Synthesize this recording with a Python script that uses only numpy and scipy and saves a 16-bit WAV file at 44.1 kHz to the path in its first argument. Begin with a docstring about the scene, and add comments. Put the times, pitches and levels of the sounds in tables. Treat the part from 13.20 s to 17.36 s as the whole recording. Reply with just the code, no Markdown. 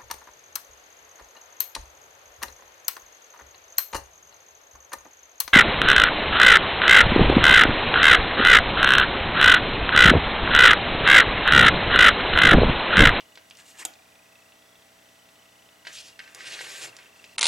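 """A small kitchen: shredded cheese is sprinkled over a baking dish, then another pinch is swept up from a mat.
Fingertips rub shreds with filtered stick-slip noise; the shreds crack and the fingers part with a bright snap.
The hand pats a thin plastic mat (ringing modes, snap, thud) and drags shreds over it as shaped hiss and crackle.
A few shreds drop near the end. Appliances hum as wavering sines over soft air noise, and a camera's focus motor
chirps faintly and regularly: short sine bursts with small barrel rings."""
import sys
import numpy as np
from scipy import signal
from scipy.fft import rfft, irfft, next_fast_len
from scipy.io import wavfile

SR = 44100
rng = np.random.default_rng(int(sys.argv[2]) if len(sys.argv) > 2 else 0)


def wav_record(signal):
    """Record a signal, one row per channel, as 16-bit PCM in the file named by sys.argv[1]."""
    frames = np.transpose(np.atleast_2d(signal))
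    bounded = np.clip(frames, -1, 1)
    # unit amplitude maps onto the largest positive 16-bit level
    quanta = np.round(bounded * 32767).astype(np.int16)
    wavfile.write(sys.argv[1], SR, quanta)


N = 183676

# fingertip rubs: middle t/s, length/s, hiss level/dB before trim, squish level/dB relative to the hiss
RUBS = [(0.4, 0.046, -54, -2), (0.496, 0.082, -52.5, -16), (.562, 0.036, -61.5, 5.5),
        (0.604, 0.048, -42, -6), (0.626, 0.02, -54.5, 13)]
# spectrum of the dry rubbing hiss: f/Hz, relative level/dB
RUB_HISS = [(1470, -23), (2500, -5.5), (2700, -3), (5920, -5), (6640, -0.5), (8550, -1), (9510, -12.5),
            (12100, -13.5), (15500, -28)]
# spectrum of the moist squish: f/Hz, relative level/dB
RUB_SQUISH = [(130, -40), (220, -17), (377, -4.5), (603, -18), (754, -2.5), (1580, -6), (1650, 3.5),
              (3200, -16.5), (4160, -32), (7040, -120)]
# sticky shreds parting and landing: t/s, level/dB before trim, pitch f/Hz
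TICKS = [(0.007, -33.5, 3050), (0.156, -36, 3700), (0.300, -42, 5970), (0.3098, -32, 2730),
         (0.352, -45, 5000), (0.371, -40.5, 5470), (0.401, -38.5, 4000), (0.627, -42, 7600),
         (0.737, -41, 4400), (3.148, -32, 7100), (3.7668, -35.5, 5500), (3.83, -50, 6000),
         (4.041, -38.5, 2120), (4.0422, -30.5, 2880), (4.0479, -38, 2920)]
# fingers slipping off each other: t/s, level/dB before trim
FINGER_SNAPS = [(0.6515, -12)]
# resonances of the finger snap: f/Hz, level/dB before trim, t60/s
SNAP_MODES = [(7050, -10, 0.014), (7360, -13, 0.012), (8100, -4.5, 0.0098)]
# spectrum of the snap's crack and its early returns: f/Hz, level/dB
SNAP_CRACK = [(25, -62), (90, -29), (190, -19), (330, 8.5), (560, -4), (780, 9), (1200, -5.5), (2000, 1.5),
              (3500, 7), (5500, -4), (7000, 12), (8300, 7.5), (9300, -0.5), (12000, 3), (15500, -25)]
# hand strokes over the mat: start t/s, length/s, level/dB before trim,
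# then relative to it: mat crackle level/dB, fizz level/dB, counter rumble level/dB
SWEEPS = [(2.65, 0.064, -54.5, 2, -19, -12), (2.718, 0.091, -45, -12, -13.5, -36),
          (2.836, 0.049, -50.5, -12.5, -11.5, -17), (3.01, 0.2, -62, 2.5, -11, -4.5),
          (3.141, 0.018, -53.5, 5, -8, 1.5), (3.177, 0.087, -48.5, 2, -21, -11),
          (3.245, 0.18, -44, -2.5, -20, -14), (3.309, 0.027, -40.5, -3.5, -21, -9.5),
          (3.401, 0.22, -45.5, -1, -9, -8.5), (3.611, 0.04, -39.5, -3, -9, -9.5),
          (3.722, 0.15, -68.5, 11.5, -4, 1.5), (3.94, .22, -63, -3, -11, -6)]
# spectrum of shreds dragged over the mat: f/Hz, relative level/dB
SWEEP_HISS = [(1800, -36), (2450, 1), (2900, 1.5), (3900, 0), (5200, 0), (6000, -2.5), (6700, -5.5),
              (8500, -7), (9700, -11.5), (15500, -39)]
# spectrum of the high fizz of a stroke: f/Hz, relative level/dB
SWEEP_FIZZ = [(4000, -35), (7000, 5), (9000, -4), (11000, -8), (13000, -13), (15500, -29)]
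# spectrum of the mat crackling under pressure: f/Hz, relative level/dB
MAT_CRACKLE = [(710, -47), (1200, -3.5), (1350, -6.5), (1520, -7), (1960, 0.5), (2260, -2.5), (2470, 5),
               (2940, -14), (3090, 1), (3800, -7), (4940, -31), (8360, -120)]
# spectrum of the counter rumbling under the hand: f/Hz, relative level/dB
COUNTER = [(30, -58), (70, -19), (110, -3.5), (183, -16), (230, -16.5), (360, 2.5), (700, -2.5), (870, -1),
           (1400, -2.5), (1900, -28), (3500, -63)]
# resonances under the cupped fingers: f/Hz, relative level/dB, t60/s
FINGERS = [(2860, -7, 0.032), (3250, 0, 0.023), (4450, 0, 0.014), (5240, -5, 0.019), (6380, -5, 0.019)]
# fingers patting the mat down: t/s, level/dB before trim, snap and thud level/dB relative to it
PATS = [(0.1742, -39, 1, 7.5), (2.6502, -37.5, -3, 2), (2.6692, -27, -4, -3), (2.6722, -31, 0.5, -7),
        (2.6777, -39, -7, -15), (2.9913, -30.5, -1, -15), (3.0004, -30, -27, -20), (3.0408, -42, -1, -14),
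        (3.076, -38, -7, -19), (3.2051, -31.5, -22, -8), (3.3901, -27.5, -4, -15), (3.4095, -27.5, -20, 3),
        (3.7876, -38.5, -2, -5)]
# modes of the mat: f/Hz, relative level/dB, t60/s
MAT = [(1571, -1, 0.044), (1763, -2, 0.041), (1940, -0.5, 0.064), (2057, -5, 0.022), (2165, -4, 0.054),
       (2350, -4.5, 0.016), (2430, -9, 0.039), (2820, -6.5, 0.04), (3090, -3, 0.021), (4140, -26, 0.032),
       (4500, -35, .04), (5170, -14, 0.051)]
# pitch of the focus motor as it hunts: t/s, f/Hz
FOCUS = [(0, 2930), (.55, 2850), (.8, 2385), (1.25, 2659), (1.45, 3450), (1.7, 3103), (2.6, 2942),
         (3.15, 2644), (4.16, 2710)]
# steady lines of the appliances: f/Hz, RMS level/dB
HUM = [(84, -80.5), (118, -77.5), (180, -76), (240, -75.5), (300, -75.5), (420, -77), (480, -78.5),
       (600, -75), (660, -68.5), (780, -74.5), (840, -78), (1949, -70), (2099, -76.5), (7870, -76.5)]
# spectrum of the air noise: f/Hz, relative level/dB
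AIR = [(15, -14), (25, -14.5), (174, -10), (299, -5.5), (352, -10), (542, -4.5), (654, -6.5), (1010, -5.5),
       (1820, -7.5), (1980, -7.5), (2260, -8.5), (2660, -8.5), (4570, -11.5), (5980, -12), (15800, -19.5)]
# stereo width of diffuse sound: f/Hz, side level over mid level/dB
WIDTH = [(30, -3), (60, -11), (110, -24), (200, -9.5), (380, -5), (700, -4), (1300, -1), (2400, -2),
         (4400, -6), (8000, -11), (15000, -78.5)]
# decay of the room: f/Hz, t60/s
KITCHEN = [(200, 0.29), (530, 0.4), (1400, 0.31), (3700, 0.23), (10000, 0.21)]
# strength of the room's return by pitch: f/Hz, level/dB before trim
WALLS = [(300, -0.5), (1000, 2), (3000, -1), (7300, -8), (14000, -7.5)]
# phase across the microphone pair: f/Hz, lead of the left/rad
PORT_PHASE = [(60, -0.23), (260, -0.32), (600, -0.84), (1290, -0.96), (2200, -0.65), (3600, -0.57),
              (6500, -0.51), (9000, -0.27), (15000, 0.12)]

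SWEEP_ATTACK_S, SWEEP_RELEASE_S = 0.0092, 0.024  # time constants: hand getting going, coming to rest
RUMBLE_RELEASE_S = 0.071  # the counter settles more slowly
SHIFT_HZ, SHIFT_DB = 16, 2.5  # the colour of the hiss shifts as the fingers open and close
STEP_HZ, FIRST_STEP_S = 29.97, 0.0205  # focus motor steps
WHINE_DB, WHINE_UNEVEN_DB = -60, 2.5  # peak level away from the barrel resonance, random drift
BARREL_HZ, BARREL_WIDTH_HZ, BARREL_BOOST_DB = 2704, 280, 8.5
AIR_DB = -57.6
WHISTLE_HZ, WHISTLE_DB, WHISTLE_WAVER_DB = 5840, -75, -0.5
CUTOFF_HZ = 15900
TIME = np.arange(N) / SR
PADDED = next_fast_len(N + SR // 2, True)
BINS = np.maximum(np.fft.rfftfreq(PADDED, 1 / SR), 1)


def rubbing():
    """Moist shreds slide between fingertips: dense stick-slip grains, coloured as hiss and as squish."""
    middle, length, db, squish_db = np.transpose(RUBS)
    shapes = swell(middle[:, None], length[:, None])
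    hiss_gain = overlap(shapes, db)
    squish_gain = overlap(shapes, db + squish_db)
    grains = slips(per_s=9000, spread_db=0.5, clump_db=1.0)
    hiss = from_db(0.5) * hiss_gain * rms_one(colour(grains, RUB_HISS))
    squish = squish_gain * rms_one(colour(grains, RUB_SQUISH))
    return hiss + squish


def ticks():
    """Each shred gives a small crack around its own pitch and a few cycles of ring."""
    out = np.zeros(N)
    for s, db, hz in TICKS:
        contact = crumble(clicks([s], from_db(db)), t60=0.035, share=1.3)
        tone = from_db(-1.0) * ring(contact, hz, 7.0 / hz)
        crack = from_db(11.5) * band(band(contact, 0.5 * hz, 1.61 * hz), 970, 9600)
        out += tone + crack
    return out


def snap():
    """A sharp bright snap; the dish and the counter throw it back over the next few milliseconds."""
    s, db = np.transpose(FINGER_SNAPS)
    hit = clicks(s, from_db(db))
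    direct = from_db(-1.0) * sum(from_db(level) * ring(hit, hz, t60) for hz, level, t60 in SNAP_MODES)
    t = TIME[:SR // 20]
    delay_s = 0.0025  # the returns are strongest after this time
    echoes = rng.standard_normal(len(t)) * t / delay_s * np.exp(-t / delay_s)
    thrown_back = signal.fftconvolve(hit, echoes / np.linalg.norm(echoes))[:N]
    return direct + colour(from_db(-6.0) * hit + from_db(4.5) * thrown_back, SNAP_CRACK)


def sweeping():
    """Shreds dragged over the mat hiss and fizz; pressure makes the mat crackle and the counter rumble."""
    start, length, db, crackle_db, fizz_db, rumble_db = np.transpose(SWEEPS)
    start, length = start[:, None], length[:, None]
    shapes = stroke(start, length, SWEEP_RELEASE_S)
    hiss_gain = overlap(shapes, db)
    crackle_gain = overlap(shapes, db + crackle_db)
    fizz_gain = overlap(shapes, db + fizz_db)
    rumble_gain = overlap(stroke(start, length, RUMBLE_RELEASE_S), db + rumble_db)

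    # many tiny slips, and among them whole shreds that let go
    tiny = rms_one(slips(per_s=9000, spread_db=0.5, clump_db=1.04))
    whole = rms_one(slips(per_s=170, spread_db=1.5, clump_db=1.5))
    fine = shifting(tiny + 0.33 * whole)
    coarse = slips(per_s=3000, spread_db=2.5, clump_db=1.5)
    fizz_grains = slips(per_s=6000, spread_db=-0.5, clump_db=2.0)

    crackle = from_db(-1.5) * rms_one(colour(coarse, MAT_CRACKLE))
    mat = crackle + from_db(-3.5) * rms_one(mat_modes(fine))
    hollow = sum(from_db(level) * ring(coarse, hz, t60) for hz, level, t60 in FINGERS)
    shreds = from_db(0.5) * rms_one(colour(fine, SWEEP_HISS)) + from_db(-7.5) * rms_one(hollow)
    fizz = from_db(5.0) * rms_one(colour(fizz_grains, SWEEP_FIZZ))
    rumble = from_db(-2.0) * rms_one(colour(coarse, COUNTER))
    return hiss_gain * shreds + fizz_gain * fizz + crackle_gain * mat + rumble_gain * rumble


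def pats():
    """The mat is pressed onto the counter: its modes, a small snap and a dull thud."""
    s, db, snap_db, thud_db = np.transpose(PATS)
    body = mat_modes(crumble(clicks(s, from_db(db - 7.0)), t60=0.0049, share=0.095))
    snap_hits = clicks(s, from_db(db + snap_db + 13.5))
    snap_part = band(crumble(snap_hits, t60=0.068, share=3.64), 1800, 4400)
    thud_hits = clicks(s, from_db(db + thud_db + 14.0))
    thud = band(crumble(thud_hits, t60=0.023, share=1.32), 350, 1760)
    return body + snap_part + thud


def mat_modes(force):
    """The thin mat rings briefly: decaying modes of alternating sign, driven by the force."""
    return sum((-1) ** k * from_db(db) * ring(force, hz, t60) for k, (hz, db, t60) in enumerate(MAT))


def focus_motor():
    """The lens steps forth and, longer, back; each step whines, loudest near the barrel's resonance."""
    hz = np.interp(TIME, *np.transpose(FOCUS))
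    boost_db = BARREL_BOOST_DB / (1 + (2 * (hz - BARREL_HZ) / BARREL_WIDTH_HZ) ** 2)
    db = WHINE_DB + WHINE_UNEVEN_DB * drift(12) + boost_db
    steps = (TIME - FIRST_STEP_S) * STEP_HZ
    age = steps % 1 / STEP_HZ
    back = np.floor(steps) % 2  # every other step goes back
    length = np.where(back, 0.0125, 0.009)
    burst = np.sin(np.pi * np.clip(age / length, 0, 1)) ** 0.89
    whine = np.sin(2 * np.pi * np.cumsum(hz) / SR + drift(25))
    # every start jolts the lens barrel into a short ring, its upper mode less on the way back
    jolts = np.diff(np.floor(steps), prepend=-1) * from_db(3.4 * drift(32))
    low_ring = from_db(-56.5) * ring(jolts, BARREL_HZ, 0.027)
    high_ring = from_db(-53.5) * ring(jolts * (1 - 0.38 * back), 3510, 0.017)
    return from_db(db) * burst * whine + low_ring + high_ring


def room_tone():
    """Soft air noise, appliance lines with slightly wavering phase, and a thin, gently wavering whistle."""
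    out = from_db(AIR_DB) * rms_one(colour(diffuse(), AIR))
    whistle_db = WHISTLE_DB + WHISTLE_WAVER_DB * drift(0.73)
    for hz, db in HUM + [(WHISTLE_HZ, whistle_db)]:
        phase = 2 * np.pi * (hz * TIME + rng.random()) + 0.25 * drift(0.93)
        out += np.sqrt(2) * from_db(db) * np.sin(phase)  # RMS to peak
    return out


def kitchen(x):
    """Room reverb: a diffuse noise tail with its own decay time in each band."""
    edges, t = np.geomspace(100, 16000, 8), TIME[:SR // 2]
    noise, tail = diffuse()[:, :len(t)], 0
    for low, high in zip(edges, edges[1:]):
        t60 = at_hz(KITCHEN, np.sqrt(low * high))
        tail = tail + band(noise, low, high) * from_db(-60 * t / t60)
    tail = tail * (1 - np.exp(-t / 0.0039))  # the reverb builds up softly
    return through(x, rfft(tail / np.linalg.norm(tail[0]), PADDED))


def diffuse():
    """Stereo noise arriving from all sides, its width set by pitch."""
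    mid, side = rng.standard_normal((2, N))
    return mid + through(side, from_db(at_hz(WIDTH, BINS))) * [[1], [-1]]


def slips(per_s, spread_db, clump_db):
    """Stick-slip of many shreds: random clicks of uneven size that come in louder and softer clumps."""
    sizes = from_db(spread_db * np.minimum(rng.exponential(1, N), 4)) * rng.choice([-1, 1], N)
    return sizes * (rng.random(N) < per_s / SR) * from_db(clump_db * drift(62))


def crumble(x, t60, share):
    """Each contact is followed by a dying spray of tiny ones."""
    t = TIME[:SR // 10]
    spray = rng.standard_normal(len(t)) * from_db(-60 * t / t60)
    return x + share * signal.fftconvolve(x, spray / np.linalg.norm(spray))[:N]


def clicks(times, sizes):
    """Single impulses at the given moments."""
    out = np.zeros(N)
    out[np.round(np.asarray(times) * SR).astype(int)] = sizes
    return out


def ring(x, hz, t60):
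    """A two-pole resonator: a unit click starts a decaying sine of initial height 1."""
    r, w = from_db(-60 / (t60 * SR)), 2 * np.pi * hz / SR
    return signal.lfilter([0, np.sin(w)], [1, -2 * r * np.cos(w), r * r], x + 1e-18)


def swell(middle, length):
    """A bell-shaped rise and fall."""
    return np.exp(-(2 * (TIME - middle) / length) ** 2)


def stroke(start, length, release_s):
    """Attack, hold and release of one movement of the hand."""
    age = np.maximum(TIME - start, 0)
    return (1 - np.exp(-age / SWEEP_ATTACK_S)) * np.exp(-np.maximum(age - length, 0) / release_s)


def overlap(shapes, levels_db):
    """Joint gain of overlapping movements: their powers add."""
    return np.sqrt(from_db(levels_db) ** 2 @ np.square(shapes))


def shifting(x, count=14):
    """Let narrow bands of a sound rise and fall independently."""
    centres = np.geomspace(1200, 12000, count)
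    spectrum = rfft(x, PADDED)
    # triangular bands that add up to the whole
    bands = [irfft(spectrum * np.interp(BINS, centres, only), PADDED)[:N] for only in np.eye(count)]
    return sum(part * from_db(SHIFT_DB * drift(SHIFT_HZ)) for part in bands)


def drift(rate_hz):
    """Slow random wander of unit RMS: noise at every 40th sample through a double low-pass."""
    r = np.exp(-80 * np.pi * rate_hz / SR)
    noise = rng.standard_normal(N // 40 + 2002)
    slow = signal.lfilter([1], [1, -2 * r, r * r], noise)[2000:]  # skip the filter's run-in
    return np.interp(np.arange(N) / 40, np.arange(len(slow)), rms_one(slow))


def colour(x, points):
    """Causal (minimum-phase) filter with the given spectrum."""
    cepstrum = irfft(np.log(from_db(at_hz(points, BINS))), PADDED)
    cepstrum[1:PADDED // 2] *= 2
    cepstrum[PADDED // 2 + 1:] = 0
    return through(x, np.exp(rfft(cepstrum)))


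def band(x, low_hz, high_hz):
    """Butterworth band-pass."""
    edges = [low_hz, min(high_hz, 0.45 * SR)]
    return signal.sosfilt(signal.butter(2, edges, "band", fs=SR, output="sos"), x + 1e-18)


def through(x, response):
    """Apply a frequency response."""
    return irfft(rfft(x, PADDED) * response, PADDED)[..., :N]


def at_hz(points, hz):
    """Read a table on a log-frequency axis."""
    f, value = np.transpose(points)
    return np.interp(np.log(hz), np.log(f), value)


def rms_one(x):
    """Scale to unit power."""
    return x / np.sqrt(np.mean(x ** 2) + 1e-20)


def from_db(db):
    """Decibels to gain."""
    return 10 ** (np.asarray(db) / 20)


def scene():
    """Hands, room return and room tone share a phase offset between the ears; the motor sits centred."""
    hands = rubbing() + sweeping() + pats() + ticks()
    flick = snap()
    walls = kitchen(colour(from_db(-8.0) * hands + from_db(-5.0) * flick, WALLS))
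    sound = hands + flick + walls + room_tone()
    # the right leads over most of the range: the hands work a little to the right
    half_phase = 0.5 * at_hz(PORT_PHASE, BINS)
    placed = through(sound, np.exp(1j * half_phase * np.array([[1], [-1]])))
    return placed + focus_motor()


def record(dry):
    """The deepest bass is rolled off and the top is cut steeply."""
    lean = signal.sosfilt(signal.butter(2, 28, "high", fs=SR, output="sos"), dry)
    return signal.sosfilt(signal.ellip(10, 0.1, 80, CUTOFF_HZ, fs=SR, output="sos"), lean)


dry = scene()
out = record(dry)
wav_record(out)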